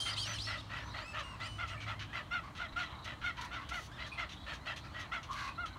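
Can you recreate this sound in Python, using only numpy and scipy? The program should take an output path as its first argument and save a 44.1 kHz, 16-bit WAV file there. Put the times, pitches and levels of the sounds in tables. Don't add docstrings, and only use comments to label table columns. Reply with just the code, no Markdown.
import sys
import numpy as np
from scipy import signal
from scipy.fft import rfft, irfft, next_fast_len
from scipy.io import wavfile
from scipy.ndimage import map_coordinates

SR = 44100
rng = np.random.default_rng(int(sys.argv[2]) if len(sys.argv) > 2 else 0)


def pcm_store(signal):
    levels = np.round(np.clip(np.atleast_2d(signal), -1, 1) * 32767)
    wavfile.write(sys.argv[1], SR, levels.astype(np.int16).T)


N = 254898


def undb(db):
    return 10 ** (np.asarray(db) / 20)


def level(x, db=0):
    return x * undb(db) / np.sqrt(np.mean(x ** 2) + 1e-20)


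def clock(length_s):
    return np.arange(max(int(length_s * SR), 64)) / SR


def add(out, start_s, x):
    i = int(np.clip(start_s * SR, 0, N - 1))
    out[i:i + len(x)] += x[:N - i]


def noise(n):
    return np.random.default_rng(rng.integers(1 << 30)).standard_normal(n)


def wander(n, hz):
    place = np.arange(n) * hz / SR
    return map_coordinates(noise(int(place[-1]) + 4), [place + 1], order=3, mode="nearest")


def filtered(x, gain):
    size = next_fast_len(len(x) + 512)
    hz = np.maximum(np.fft.rfftfreq(size, 1 / SR), 1)
    return irfft(rfft(x, size) * gain(hz), size)[:len(x)]


def gain_at(hz, points):
    f, db = np.transpose(points)
    return undb(np.interp(np.log(hz), np.log(f), db))


def colour(x, points, tilt_db=0):
    def gain(f):
        return gain_at(f, points) * undb(tilt_db * np.log2(f / f[-1]))
    return level(filtered(x, gain))


def ring(x, hz, width):
    return level(filtered(x, lambda f: (1 + 1j * (f / hz - hz / f) * hz / width) ** -2))


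def swell(t, hold_s, attack, release):
    opening = np.sin(np.pi / 2 * np.minimum(t / attack, 1)) ** 2
    return opening * np.exp(-np.maximum(t - hold_s, 0) / release)


def rattle(n, hz, depth_db):
    phase = 2 * np.pi * np.cumsum(hz * (1 + 0.255 * wander(n, hz))) / SR
    puffs_db = depth_db * (np.cos(phase) + 0.32 * wander(n, hz))
    return level(noise(n) * undb(puffs_db))


# pitch_hz, level_db
TRAFFIC_SPECTRUM = [(20, -25), (30, -24), (42, -8), (60, 3), (85, -2.5), (125, -2.5), (170, -9.5),
                    (240, -12), (320, -14), (400, -20), (500, -23.5)]
# time_s, level_db
MOTOR_LEVELS = [(0.0, -59), (0.26, -47.5), (0.77, -52), (1.0, -59), (1.94, -49), (2.22, -58.5), (2.3, -79)]
# pitch_hz, level_db
AIR_SPECTRUM = [(15, -37), (25, -2), (75, 3), (126, -16), (188, -18), (297, -27.5), (469, -15), (648, -11),
                (1240, -11), (1660, -18), (2010, -17.5), (3630, -46), (5010, -35), (6050, -31.5),
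                (15500, -46)]


def distance():
    t = np.arange(N) / SR
    rumble = filtered(colour(noise(N), TRAFFIC_SPECTRUM), lambda f: 1 / (1 + (f / 520) ** 6))
    rumble = level(rumble, -51)

    turns = np.cumsum(103.3 * (1 + 0.022 * wander(N, 12.9))) / SR
    time_s, level_db = np.transpose(MOTOR_LEVELS)
    motor_db = np.interp(t, time_s, level_db)
    motor_db = motor_db - 12 * np.maximum(t - time_s[-1], 0)
    motor = level(np.sin(2 * np.pi * turns)) * undb(motor_db + 2 * wander(N, 7.4))

    hum = level(ring(noise(N), 299.2, width=16.4), -69.5)
    air = filtered(colour(noise(N), AIR_SPECTRUM), lambda f: 1 / (1 + (330 / f) ** 4))
    return rumble + motor + hum + level(air, -58.5)


def colony():
    # pitch_hz, width_hz, relative level_db
    bands = [(637, 120, -2), (1060, 540, 7.5), (1460, 550, -10),
             (2150, 950, 0), (3140, 860, 2.5), (4040, 760, 1.0)]
    murmur = np.zeros(N)
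    for hz, width_hz, db in bands:
        murmur += ring(noise(N), hz, width_hz) * undb(db + 4.5 * wander(N, 11))
    return level(murmur, -58.5)


def neighbours(count=22):
    out = np.zeros(N)
    for when, size, effort in rng.random((count, 3)):
        length_s, pitch_hz = 0.0615 + 0.0664 * size, 1150 - 550 * size
        call = croak(length_s, pitch_hz, -59 + 6 * effort, rough=0.32, mouth_hz=2010)
        add(out, when * N / SR, call)
    return out


# start_s, length_s (it dies away from 0.9 of this), pitch_hz, level_db
TRILL_CALLS = [(2.556, 0.58, 3900, -57.5), (3.99, 0.11, 3970, -55), (4.284, 0.18, 3420, -58),
               (4.376, 0.083, 3870, -71), (5.539, .24, 4020, -61)]


def trill(length_s, hz, db):
    t = clock(length_s)
    beats = np.cumsum(25 * (1 + 0.22 * wander(len(t), 15.0))) / SR
    pulses = np.sin(np.pi * beats) ** 2
    note = ring(noise(len(t)), hz, width=390)
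    return level(note * pulses, db) * swell(t, length_s * 0.9, attack=0.016, release=0.023)


# start_s, length_s (they die away from 0.72 of this), level_db, brightness in dB per octave
KEK_CALLS = [ (1.186, .035, -43, -1), (1.672, .035, -46.5, 1.5), (1.802, 0.05, -45, -2),
             (1.991, 0.062, -43, -3), (2.549, 0.048, -48, 0), (2.722, .02, -46, -9),
             (2.792, 0.061, -43.5, -2), (3.041, 0.021, -46, 2.5), (3.213, 0.037, -42.5, -9),
             (3.367, 0.03, -45, -4), (3.409, 0.018, -44.5, 5.5), (3.444, 0.014, -51, 8),
             (3.529, 0.053, -48.5, -1.5), (3.688, 0.013, -45, 5), (3.73, 0.19, -52.5, 8.5),
             (4.062, .023, -49, 3), (4.289, 0.064, -48.5, 1), (4.531, 0.029, -46, 3.5),
             (4.759, 0.027, -44.5, 2.5), (4.991, .029, -47, 3.5), (5.228, 0.024, -47.5, 1.5),
             (5.656, .017, -45, 1.5)]
# pitch_hz, level_db
KEK_SPECTRUM = [(500, -69), (1100, -1.5), (1900, 0), (3000, 3.5), (4200, -1.5), (5000, -9), (6200, -6),
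                (7500, -20.5), (10000, -25), (15000, -40)]


def kek(length_s, db, bright_db):
    t = clock(length_s + 0.11)
    spacing_hz = 760 * np.exp(0.11 * noise(1)[0])

    def windpipe(f):
        blur = 1 + (f / 5500) ** 4
        return undb(3.0 * np.cos(2 * np.pi * f / spacing_hz) / blur)

    throat = filtered(rattle(len(t), hz=144, depth_db=0.5), windpipe)
    flutter = undb(1.3 * wander(len(t), 62))
    call = level(colour(throat, KEK_SPECTRUM, bright_db) * flutter, db)
    return call * swell(t, length_s * 0.72, attack=0.0034, release=0.015)


# multiple of the lowest, width_hz before widening by 1.24, relative level_db
UPPER_RESONANCES = [(1.4, 236, 20), (1.85, 337, 20), (2.2, 370, 10), (3.6, 920, 13)]


def grate(n, hz):
    puffs = rattle(n, hz=75.4, depth_db=-1)
    upper = np.zeros(n)
    for ratio, width_hz, db in UPPER_RESONANCES:
        upper += undb(db) * ring(puffs, hz * ratio, width_hz * 1.24)
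    return ring(puffs, hz, width=170), level(upper)


# start_s, length_s (they die away from 0.62 of this), throat resonance pitch_hz,
# level_db, upper resonances in dB relative to the lowest
SQUAWK_CALLS = [ (0.84, 0.081, 980, -48.5, -2), (1.225, 0.21, 1050, -50, -3), (1.76, 0.13, 2290, -49, -13),
                (2.419, 0.099, 1140, -48, -5.5), (2.914, .05, 2160, -52, -30),
                (3.369, 0.13, 990, -41.5, -3), (3.556, 0.13, 1084, -47, -3), (4.108, .06, 2480, -45, -11),
                (4.831, 0.044, 1320, -48, 1), (5.47, 0.019, 2526, -42.5, -15), (5.75, .04, 1080, -45, -21)]


def squawk(length_s, hz, db, upper_db):
    t = clock(length_s + 0.43)
    low, upper = grate(len(t), hz)
    call = level(low + undb(upper_db) * upper, db)
    return call * swell(t, length_s * 0.62, attack=0.021, release=0.026)


# time_s, throat resonance pitch_hz, lowest resonance level_db,
# upper resonances level_db, hiss level_db
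LONG_SQUAWK_PATH = [(5.27, 1080, -69, -70, -77), (5.292, 1110, -47, -68, -83), (5.312, 1101, -36, -65, -58),
                    (5.328, 1150, -45.5, -62, -53.5), (5.386, 1130, -45.5, -43.5, -54.5),
                    (5.49, 1073, -45, -48.5, -55), (5.54, 1006, -58, -82, -87), (5.56, 1004, -60, -70, -65)]


def long_squawk():
    time_s, *controls = np.transpose(LONG_SQUAWK_PATH)
    t = clock(time_s[-1] - time_s[0])
    hz, low_db, upper_db, hiss_db = (np.interp(t + time_s[0], time_s, c) for c in controls)
    place = np.cumsum(hz / hz.mean())
    steady = grate(len(t), hz.mean())
    low, upper = (map_coordinates(x, [place], order=3, mode="mirror") for x in steady)
    hiss = colour(rattle(len(t), hz=147.7, depth_db=4.5), KEK_SPECTRUM, tilt_db=5)
    call = low * undb(low_db) + upper * undb(upper_db) + hiss * undb(hiss_db)
    out = np.zeros(N)
    add(out, time_s[0], call * swell(t, t[-1] - 0.02, attack=0.01, release=0.01))
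    return out


# start_s, rise_s, hold_s, fall_s, top pitch_hz, depth of the pitch arch in octaves,
# level_db before the throat
SQUEAL_CALLS = [ (0, 0, 0.079, 0.038, 3157, 0.18, -38.5), (0, 0, 0.008, 0.021, 4770, .4, -44),
                (0.061, 0.059, 0.0097, 0.019, 4930, 0.57, -43), (.155, 0.041, 0, 0.12, 3287, .58, -44),
                (.163, 0.054, 0.011, 0.02, 4700, 0.38, -42), (.165, .043, 0, 0, 8230, .25, -48),
                (.158, 0.057, 0, 0.016, 6850, .3, -48), (0.177, .072, 0, 0.025, 5530, 0.93, -44.5),
                (0.234, 0.058, 0.032, 0.045, 6030, 0.27, -38), (0.322, 0.027, 0, 0.058, 3170, 0.62, -48.5),
                (0.327, .022, 0.0077, 0.062, 4240, 0.214, -53),
                (.383, 0.077, 0.0024, 0.005, 5380, 0.75, -41), (0.437, 0.01, .02, .08, 5500, 0.12, -43),
                (0.434, 0.048, 0.067, .06, 2780, 0.32, -55), (0.439, .03, 0, 0.059, 4420, .25, -47.5),
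                (0.569, .028, 0, 0.02, 3810, 0.32, -51.5), (0.771, 0.11, 0.0076, 0.035, 6100, 0.39, -55),
                (0.878, .12, 0, 0, 4410, .3, -58), (0.973, .11, 0.042, 0.025, 2618, 0.53, -50),
                (1.227, .01, .06, 0.094, 2833, 0.28, -54.5), (1.405, 0.063, 0.11, .04, 2990, 0.45, -52.5),
                (1.401, 0.072, 0, 0.0081, 2536, 0.62, -45), (1.662, 0.051, 0.024, 0.037, 2860, 0.46, -55),
                (3.915, 0.037, 0.0026, 0.028, 1830, 0.25, -54.5),
                (4.33, 0.11, 0.041, 0.038, 3900, 0.11, -61.5), (4.574, .09, 0.02, 0.0082, 2170, 0.31, -64),
                (4.879, .055, .01, 0.0066, 2260, .3, -62)]
# pitch_hz, gain_db
THROAT_GAIN = [(1500, 9), (2100, -18), (2700, 2.5), (4500, 1.5), (5400, -8.5), (6300, -10.5), (7800, -9.5),
               (9400, -3.5), (10300, -11), (15000, -24)]
# pitch_hz, level_db
SCREECH_SPECTRUM = [(1500, -8), (2600, -11.5), (4500, 2), (5400, -4.5), (6500, -7), (8000, -8), (9500, -11),
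                    (10500, -23.5), (15000, -26)]


def squeal(rise, hold, fall, top_hz, depth, top_db):
    t = clock(rise + hold + fall)
    n = len(t)
    before_top = (rise - t) / max(rise, 1 / SR)
    after_top = (t - rise - hold) / max(fall, 1 / SR)
    slack = np.maximum(np.maximum(before_top, after_top), 0) ** 1.7
    glide = top_hz * 2 ** (-depth * slack)
    hz = glide * (1 + 0.0093 * wander(n, 529))
    phase = 2 * np.pi * np.cumsum(hz) / SR

    k = np.arange(1, 4)[:, None]
    slope_db = np.interp(hz, [3200, 3900], [-5.5, -17])
    weights = gain_at(k * hz, THROAT_GAIN) * undb(slope_db * np.log2(k)) * (k * hz < SR / 2)
    power = (weights ** 2).sum(0)
    tone = (weights * np.sin(k * phase)).sum(0) / np.sqrt(power / 2)

    tire_db = 37 * np.maximum(t - rise, 0)
    db = top_db - 5.5 * slack - tire_db + 10 * np.log10(power)
    second = np.minimum(abs(np.gradient(glide)) * SR / 22000, 1)
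    tone = tone * (1 + 0.6 * second * np.sin(0.19 * phase + 1.2 * wander(n, 100)))
    screech_db = np.interp(db, [-56, -48], [-13, -9.5])
    screech = colour(noise(n), SCREECH_SPECTRUM) * undb(screech_db)
    ends = np.clip(np.minimum(t, t[-1] - t) / 0.001, 0, 1)
    flutter = undb(2 * wander(n, 183))
    return (tone * flutter + screech) * ends * undb(db)


# start_s, length_s (they die away from 1.024 of this), top pitch_hz, level_db at the height,
# roughness (0 ringing, 1 hoarse; limited to 0.02-0.98), mouth resonance pitch_hz
CROAK_CALLS = [ (0.05, 0.09, 704, -39, 1.16, 1420), (0.252, .105, 660, -41, 1, 2300),
               (0.463, .12, 680.5, -39.5, 0.9, 1570), (0.691, 0.15, 651.6, -41.5, 0.89, 1900),
               (0.933, 0.11, 658, -41.5, 0.83, 2000), (1.129, 0.096, 633, -38, 0.68, 1240),
               (1.393, 0.091, 680, -41.5, 0.58, 2000), (1.578, .085, 720, -37, 0.46, 1370),
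               (1.69, 0.079, 674, -44, 0.52, 1500), (1.858, 0.087, 702, -39.5, 0.78, 1410),
               (2.122, .095, 676, -39, 0.84, 2000), (2.304, 0.094, 730, -34.5, 0.28, 1520),
               (2.58, 0.089, 715.4, -38.5, 0.53, 1620), (2.755, 0.094, 730, -35.5, 0.44, 1470),
               (3.05, 0.09, 676, -41.5, 0.79, 1370), (3.232, 0.079, 741, -33.5, .32, 1730),
               (3.505, .082, 735, -39.5, 0.41, 1470), (3.705, 0.093, 727, -37, 0.38, 1880),
               (3.972, 0.11, 664, -43.5, 0.86, 2060), (4.17, 0.079, 709.6, -36, 0.57, 2080),
               (4.457, 0.097, 625, -41.5, 1.1, 1900), (4.65, 0.088, 675.5, -38, 0.86, 2030),
               (4.932, .13, 656, -43.5, 0.8, 2010), (5.111, 0.08, 716.5, -36, 0.52, 1380),
               (5.572, 0.089, 721.5, -37.5, .03, 1520)]
RINGING_HARMONICS = [-9.5, 1, -8.5, -10, -16, -28, -61, -30]
HOARSE_HARMONICS = [-1.5, -3.5, 1.5, -13.5, -7, -7, -6, -21]
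# pitch_hz, level_db
RASP_SPECTRUM = [(300, -51), (520, -11.5), (700, 1), (900, -1), (1300, 5.5), (1900, -0.5), (3000, 1),
                 (4200, -17), (5000, -19.5), (6500, -22.5), (9000, -35.5), (15000, -47)]


def croak(length_s, pitch_hz, db, rough, mouth_hz):
    t = clock(length_s + 0.045)
    n, rough = len(t), np.clip(rough, 0.02, 0.98)
    bright_db = -1.45 + 0.93 * max(db + 37.5, 0) + 3.5 * rough
    droop = np.minimum((t / length_s - 0.45) ** 2 * 4, 1.2)
    jitter = (0.0051 + 0.018 * rough) * wander(n, 162)
    hz = pitch_hz * (1 - 0.115 * droop ** 0.697 + jitter)
    phase = 2 * np.pi * np.cumsum(hz) / SR

    voice = np.zeros(n)
    for k, (ringing_db, hoarse_db) in enumerate(zip(RINGING_HARMONICS, HOARSE_HARMONICS), 1):
        mouth_db = 6 / (1 + ((k * hz - mouth_hz) / 330) ** 2)
        line_db = ringing_db + rough * (hoarse_db - ringing_db)
        line_db = line_db + bright_db * np.log2(k) + mouth_db + 2 * wander(n, 50)
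        chaos = rough ** (3 / k)
        steady = np.sin(k * phase)
        shaken = wander(n, 167.8) * steady + wander(n, 163.4) * np.cos(k * phase)
        shaken = shaken / np.sqrt(2)
        voice += undb(line_db) * (np.sqrt(1 - chaos) * steady + np.sqrt(chaos) * shaken)

    puffs = rattle(n, hz=210, depth_db=5)
    rasp = colour(puffs, RASP_SPECTRUM, bright_db) * undb(-5 * droop)
    call = level(level(voice) + undb(2.5) * rough * rasp)
    return call * undb(db - 4.34 * droop) * swell(t, length_s * 1.024, attack=0.013, release=0.0022)


def lake(x, direct_db, echo_db, t60):
    t = clock(1)
    tail = noise(len(t)) * undb(-60 * t / t60) * np.minimum(t / 0.0017, 1)
    tail = filtered(tail, lambda f: 1 / (1 + 1j * f / 6000))
    tail = tail / np.sqrt(np.sum(tail ** 2))
    echo = signal.fftconvolve(x, tail)[:N]
    return x * undb(direct_db) + echo * undb(echo_db)


def scene():
    calls, whistles = neighbours(), np.zeros(N)
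    callers = ((trill, TRILL_CALLS), (kek, KEK_CALLS), (squawk, SQUAWK_CALLS), (croak, CROAK_CALLS))
    for voice, table in callers:
        for start_s, *shape in table:
            add(calls, start_s, voice(*shape))
    for start_s, *shape in SQUEAL_CALLS:
        add(whistles, start_s, squeal(*shape))
    birds = lake(calls, direct_db=-3.5, echo_db=-15, t60=0.19)
    birds = birds + lake(whistles, direct_db=-1.5, echo_db=-14, t60=0.97)
    birds = birds + lake(long_squawk(), direct_db=0.5, echo_db=-12, t60=0.28)
    return (distance() + colony() + birds)[None]


def record(dry):
    opening = np.minimum(np.arange(N) / (0.003 * SR), 1)
    treble_cut = signal.ellip(10, 0.2, 80, 15750, fs=SR, output="sos")
    return signal.sosfilt(treble_cut, dry * opening)


dry = scene()
out = record(dry)
pcm_store(out)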